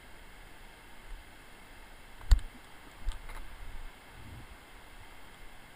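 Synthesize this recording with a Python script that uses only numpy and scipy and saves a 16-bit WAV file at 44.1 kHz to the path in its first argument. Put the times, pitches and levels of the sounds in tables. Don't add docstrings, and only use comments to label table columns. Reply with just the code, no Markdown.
import sys
import numpy as np
from scipy.fft import rfft, irfft, next_fast_len
from scipy.io import wavfile
from scipy.ndimage import map_coordinates

SR = 44100
rng = np.random.default_rng(int(sys.argv[2]) if len(sys.argv) > 2 else 0)


def wav_record(signal):
    frames = np.transpose(np.atleast_2d(signal))
    bounded = np.clip(frames, -1, 1)
    quanta = np.round(bounded * 32767).astype(np.int16)
    wavfile.write(sys.argv[1], SR, quanta)


N = 253795
TIME = np.arange(N) / SR

# centre_s, level_db, sway_hz, half_length_s
STEPS = [(.39, -43, 24, .018), (1.122, -34, 28, .022), (2.3258, -10.5, 35, .013), (3.0845, -20.5, 24, .012),
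         (3.626, -35, 28, .018), (3.772, -34, 17, .025), (4.52, -41, 50, .013), (5.02, -45, 82, .016),
         (5.45, -40.5, 24, .05)]
HARDEST_DB = max(row[1] for row in STEPS)


def amp(db):
    return 10 ** (np.asarray(db) / 20)


def unit(x):
    return x / np.sqrt(np.mean(x ** 2) + 1e-20)


def along(points, hz):
    point_hz, value = np.transpose(points)
    return np.interp(np.log(hz + 1), np.log(point_hz), value)


def filtered(x, response):
    size = next_fast_len(len(x) + 8192)
    spectrum = rfft(x, size) * response(np.fft.rfftfreq(size, 1 / SR))
    return irfft(spectrum, size)[:len(x)]


def noise(colour):
    return unit(filtered(rng.standard_normal(N), lambda f: amp(along(colour, f))))


def ring(modes, f):
    total = 0
    for k, (hz, width_hz, db) in enumerate(modes):
        resonance = 1j * f * width_hz / (hz * hz - f * f + 1j * f * width_hz)
        total = total + (-1) ** k * amp(db) * resonance
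    return total


def add(track, start_s, sound):
    part = track[round(start_s * SR):][:len(sound)]
    part += sound[:len(part)]


def swell(full_s, db, rise_s, hold_s, fall_s):
    early_s = np.maximum(full_s - TIME, 0)
    late_s = np.maximum(TIME - full_s - hold_s, 0)
    return amp(db) * np.exp(-(early_s / rise_s) ** 2 - (late_s / fall_s) ** 2)


def thumps(rows):
    out = np.zeros(N)
    for centre_s, db, hz, half_length_s in rows:
        t = TIME - centre_s
        out -= amp(db) * np.exp(-(t / half_length_s) ** 2) * np.sin(2 * np.pi * hz * t)
    return out


def steps(rebounds=2):
    rebound_cycles, slowing = 1.55, .6
    rebound_db, settle_db = -11.5, -9
    heel_hz, heel_half_length_s = 72, .011
    heel_db, heel_db_per_step_db = -20, 2.3
    blows = []
    for centre_s, db, hz, half_length_s in STEPS:
        blows.append((centre_s, db, hz, half_length_s))
        level_db = heel_db + heel_db_per_step_db * (db - HARDEST_DB)
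        blows.append((centre_s, level_db, heel_hz, heel_half_length_s))
        for k in range(rebounds):
            rate = slowing ** k
            centre_s = centre_s + rebound_cycles / (hz * rate)
            blows.append((centre_s, db + rebound_db + k * settle_db, hz * rate, half_length_s / rate))
    return thumps(blows)


def bumps():
    # centre_s, level_db, pitch_hz, half_length_s
    bump_rows = [(2.33, -42.5, 162, 0.0084), (2.334, -48, 262, 0.011), (2.375, -52.5, 295, 0.015),
                 (2.558, -47, 249, .014), (2.873, -51, 285, .011)]
    return thumps(bump_rows)


def taps(grit=0.125, contact_hz=9500):
    # start_s, level_db, stone, shaft_knock_db, grit_t60_s
    blows = [(1.106, -43, "pebble", -1, .026), (2.3108, -35, "rock", 3, .027),
             (2.3149, -16.6, "rock", -1.2, .016), (2.391, -33.5, "pebble", -6, .026),
             (2.645, -43, "pebble", -11, .024), (2.915, -42, "rock", -1, .019),
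             (3.087, -36.5, "rock", -4, .02), (3.1183, -28, "pebble", -13, .007),
             (3.127, -39.5, "pebble", -5, .075), (3.3492, -37, "rock", 8, .013),
             (5.345, -44, "pebble", -15, .012)]
    stones = {"rock": [(3400, 700, -4), (4700, 900, -.5), (7600, 1100, -.8)], "pebble": [(3270, 520, 0),
              (8750, 600, 0)]}
    # mode_hz, width_hz, level_db
    shaft = [(412, 470, -4.5), (820, 580, -1.5), (1270, 560, 4), (1840, 400, 3), (12000, 3700, -10)]
    # frequency_hz, gain_db
    tip = [(2000, 0.5), (4500, -1), (8600, -3.5), (9500, -9), (10500, -4), (14000, -7), (15500, -15)]
    out, t = np.zeros(N), np.arange(SR // 10) / SR
    landing = np.exp(-2 * np.pi * contact_hz * t)
    landing /= landing.sum()
    for s, db, stone, knock_db, t60_s in blows:
        crackle = rng.standard_normal(len(t)) * np.exp(-np.log(1000) * t / t60_s)
        force = landing + grit * crackle

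        def body(f):
            modes = ring(stones[stone], f) + amp(knock_db) * ring(shaft, f)
            return modes * amp(along(tip, f))

        click = filtered(force, body)
        add(out, s, amp(db) * click / np.abs(click).max())
    return out


def noisy_bursts(impulses_per_s=4000):
    # start_s, length_s, rasp_db, tone_db
    bursts = [(2.2118, .007, -43.3, -60), (2.329, .009, -42, -60), (3.089, .08, -55.5, -64),
              (3.2885, .03, -46.5, -48), (3.297, .014, -52, -46.5), (3.351, .015, -48, -52),
              (3.362, .021, -44, -49)]
    # frequency_hz, level_db
    rasp_colour = [(100, -20), (500, -4.5), (1250, 2), (2000, -12), (2800, -17), (5000, -22), (10000, -24),
                   (15000, -22)]
    # tone_hz, width_hz, level_db
    tones = [(900, 130, 1), (2090, 90, 9), (3900, 180, -2), (8100, 200, -17), (10000, 110, 1),
             (14150, 67, -3)]
    out, t = np.zeros(N), np.arange(SR // 10) / SR
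    onset = 1 - np.exp(-t / .002)
    for s, length_s, rasp_db, tone_db in bursts:
        envelope = onset * np.exp(-(t / length_s) ** 2)
        impulses = rng.standard_normal(len(t)) * (rng.random(len(t)) < impulses_per_s / SR)
        rasp = unit(filtered(impulses, lambda f: amp(along(rasp_colour, f))))
        ringing = unit(filtered(impulses, lambda f: ring(tones, f)))
        add(out, s, envelope * (amp(rasp_db) * rasp + amp(tone_db) * ringing))
    return out


def handling():
    # frequency_hz, level_db
    rumble = [(5, 2), (14, -12), (26, .5), (50, -16.5), (90, -17), (160, -40), (400, -85)]
    # frequency_hz, level_db
    palm = [(30, 0), (65, 5), (115, 8.5), (160, -13.5), (270, -4), (420, -18), (900, -41.5)]
    # full_s (level reached), rumble_db, rise_s, hold_s, fall_s
    swing = (3.07, -43.5, .14, .72, .1)
    # full_s (level reached), rubbing_db, rise_s, hold_s, fall_s
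    rub = (4.27, -46.5, .1, .12, .04)
    hold_db = -52
    shake_db, shake_db_per_step_db = -39.5, .6
    shake_rise_s, shake_fall_s = .12, .12
    shake_rub_db = -14
    shakes = []
    for centre_s, db, *_ in STEPS:
        level_db = shake_db + shake_db_per_step_db * (db - HARDEST_DB)
        shakes.append(swell(centre_s, level_db, shake_rise_s, 0, shake_fall_s))
    shake = np.max(shakes, axis=0)
    motion = np.sqrt(amp(hold_db) ** 2 + swell(*swing) ** 2 + shake ** 2)
    rubbing = swell(*rub) + amp(shake_rub_db) * shake
    return motion * noise(rumble) + rubbing * noise(palm)


def forest(drift_db=.2, drift_per_s=2.5, air_db=-54.4):
    # frequency_hz, density_db (per Hz)
    hiss_colour = [(150.0, -1.1), (280.0, 0.0), (550.0, -4.2), (1200.0, -5.2), (2000.0, -7.1),
                   (2450.0, -12.9), (3500.0, -13.1), (4800.0, -15.2), (7200.0, -16.7), (9500.0, -24.6),
                   (11500.0, -22.2), (15000.0, -24.9)]
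    # centre_hz, width_hz, lift_db
    housing = [(772, 133, 3.9), (907, 76, 5.6), (1626, 304, 5.5), (2129, 203, 9.7), (2673, 188, 8.4),
               (3199, 364, 7.8), (3899, 94, 2.9), (4913, 382, 3.0), (8106, 99, 3.0), (8791, 425, 8.7),
               (9332, 199, 9.0), (9876, 243, 12.1), (10359, 367, 8.0), (11120, 141, 4.1), (12877, 156, 4.3),
               (13639, 341, 6.5), (14113, 209, 10.2), (14688, 182, 6.7), (15138, 233, 7.7)]
    # full_s (level reached), level_db, rise_s, hold_s, fall_s
    turn = (2.9, -62.5, .5, 1.3, 1.8)
    # frequency_hz, level_db
    middle = [(300, -20), (750, -1), (1150, 0), (1600, -8), (3500, -11), (6000, -30)]

    def lift(f):
        return amp(sum(db * np.exp(-2 * ((f - hz) / width_hz) ** 2) for hz, width_hz, db in housing))

    air = amp(air_db) * unit(filtered(noise(hiss_colour), lift))
    hiss = air + swell(*turn) * noise(middle)
    drift_points = rng.standard_normal(int(TIME[-1] * drift_per_s) + 4)
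    drift = map_coordinates(drift_points, [TIME * drift_per_s])
    return amp(drift_db * drift) * hiss


def scene():
    return (steps() + bumps() + taps() + noisy_bursts() + handling() + forest())[None]


def record(dry):
    # centre_hz, width_hz, depth_db
    notches = [(6030, 900, 19), (11990, 650, 18.5)]
    top_hz = 15330

    def response(f):
        loss_db = sum(db / (1 + (2 * (f - hz) / width_hz) ** 2) for hz, width_hz, db in notches)
        return amp(-loss_db) * (f < top_hz)

    return filtered(dry[0], response)[None]


dry = scene()
out = record(dry)
wav_record(out)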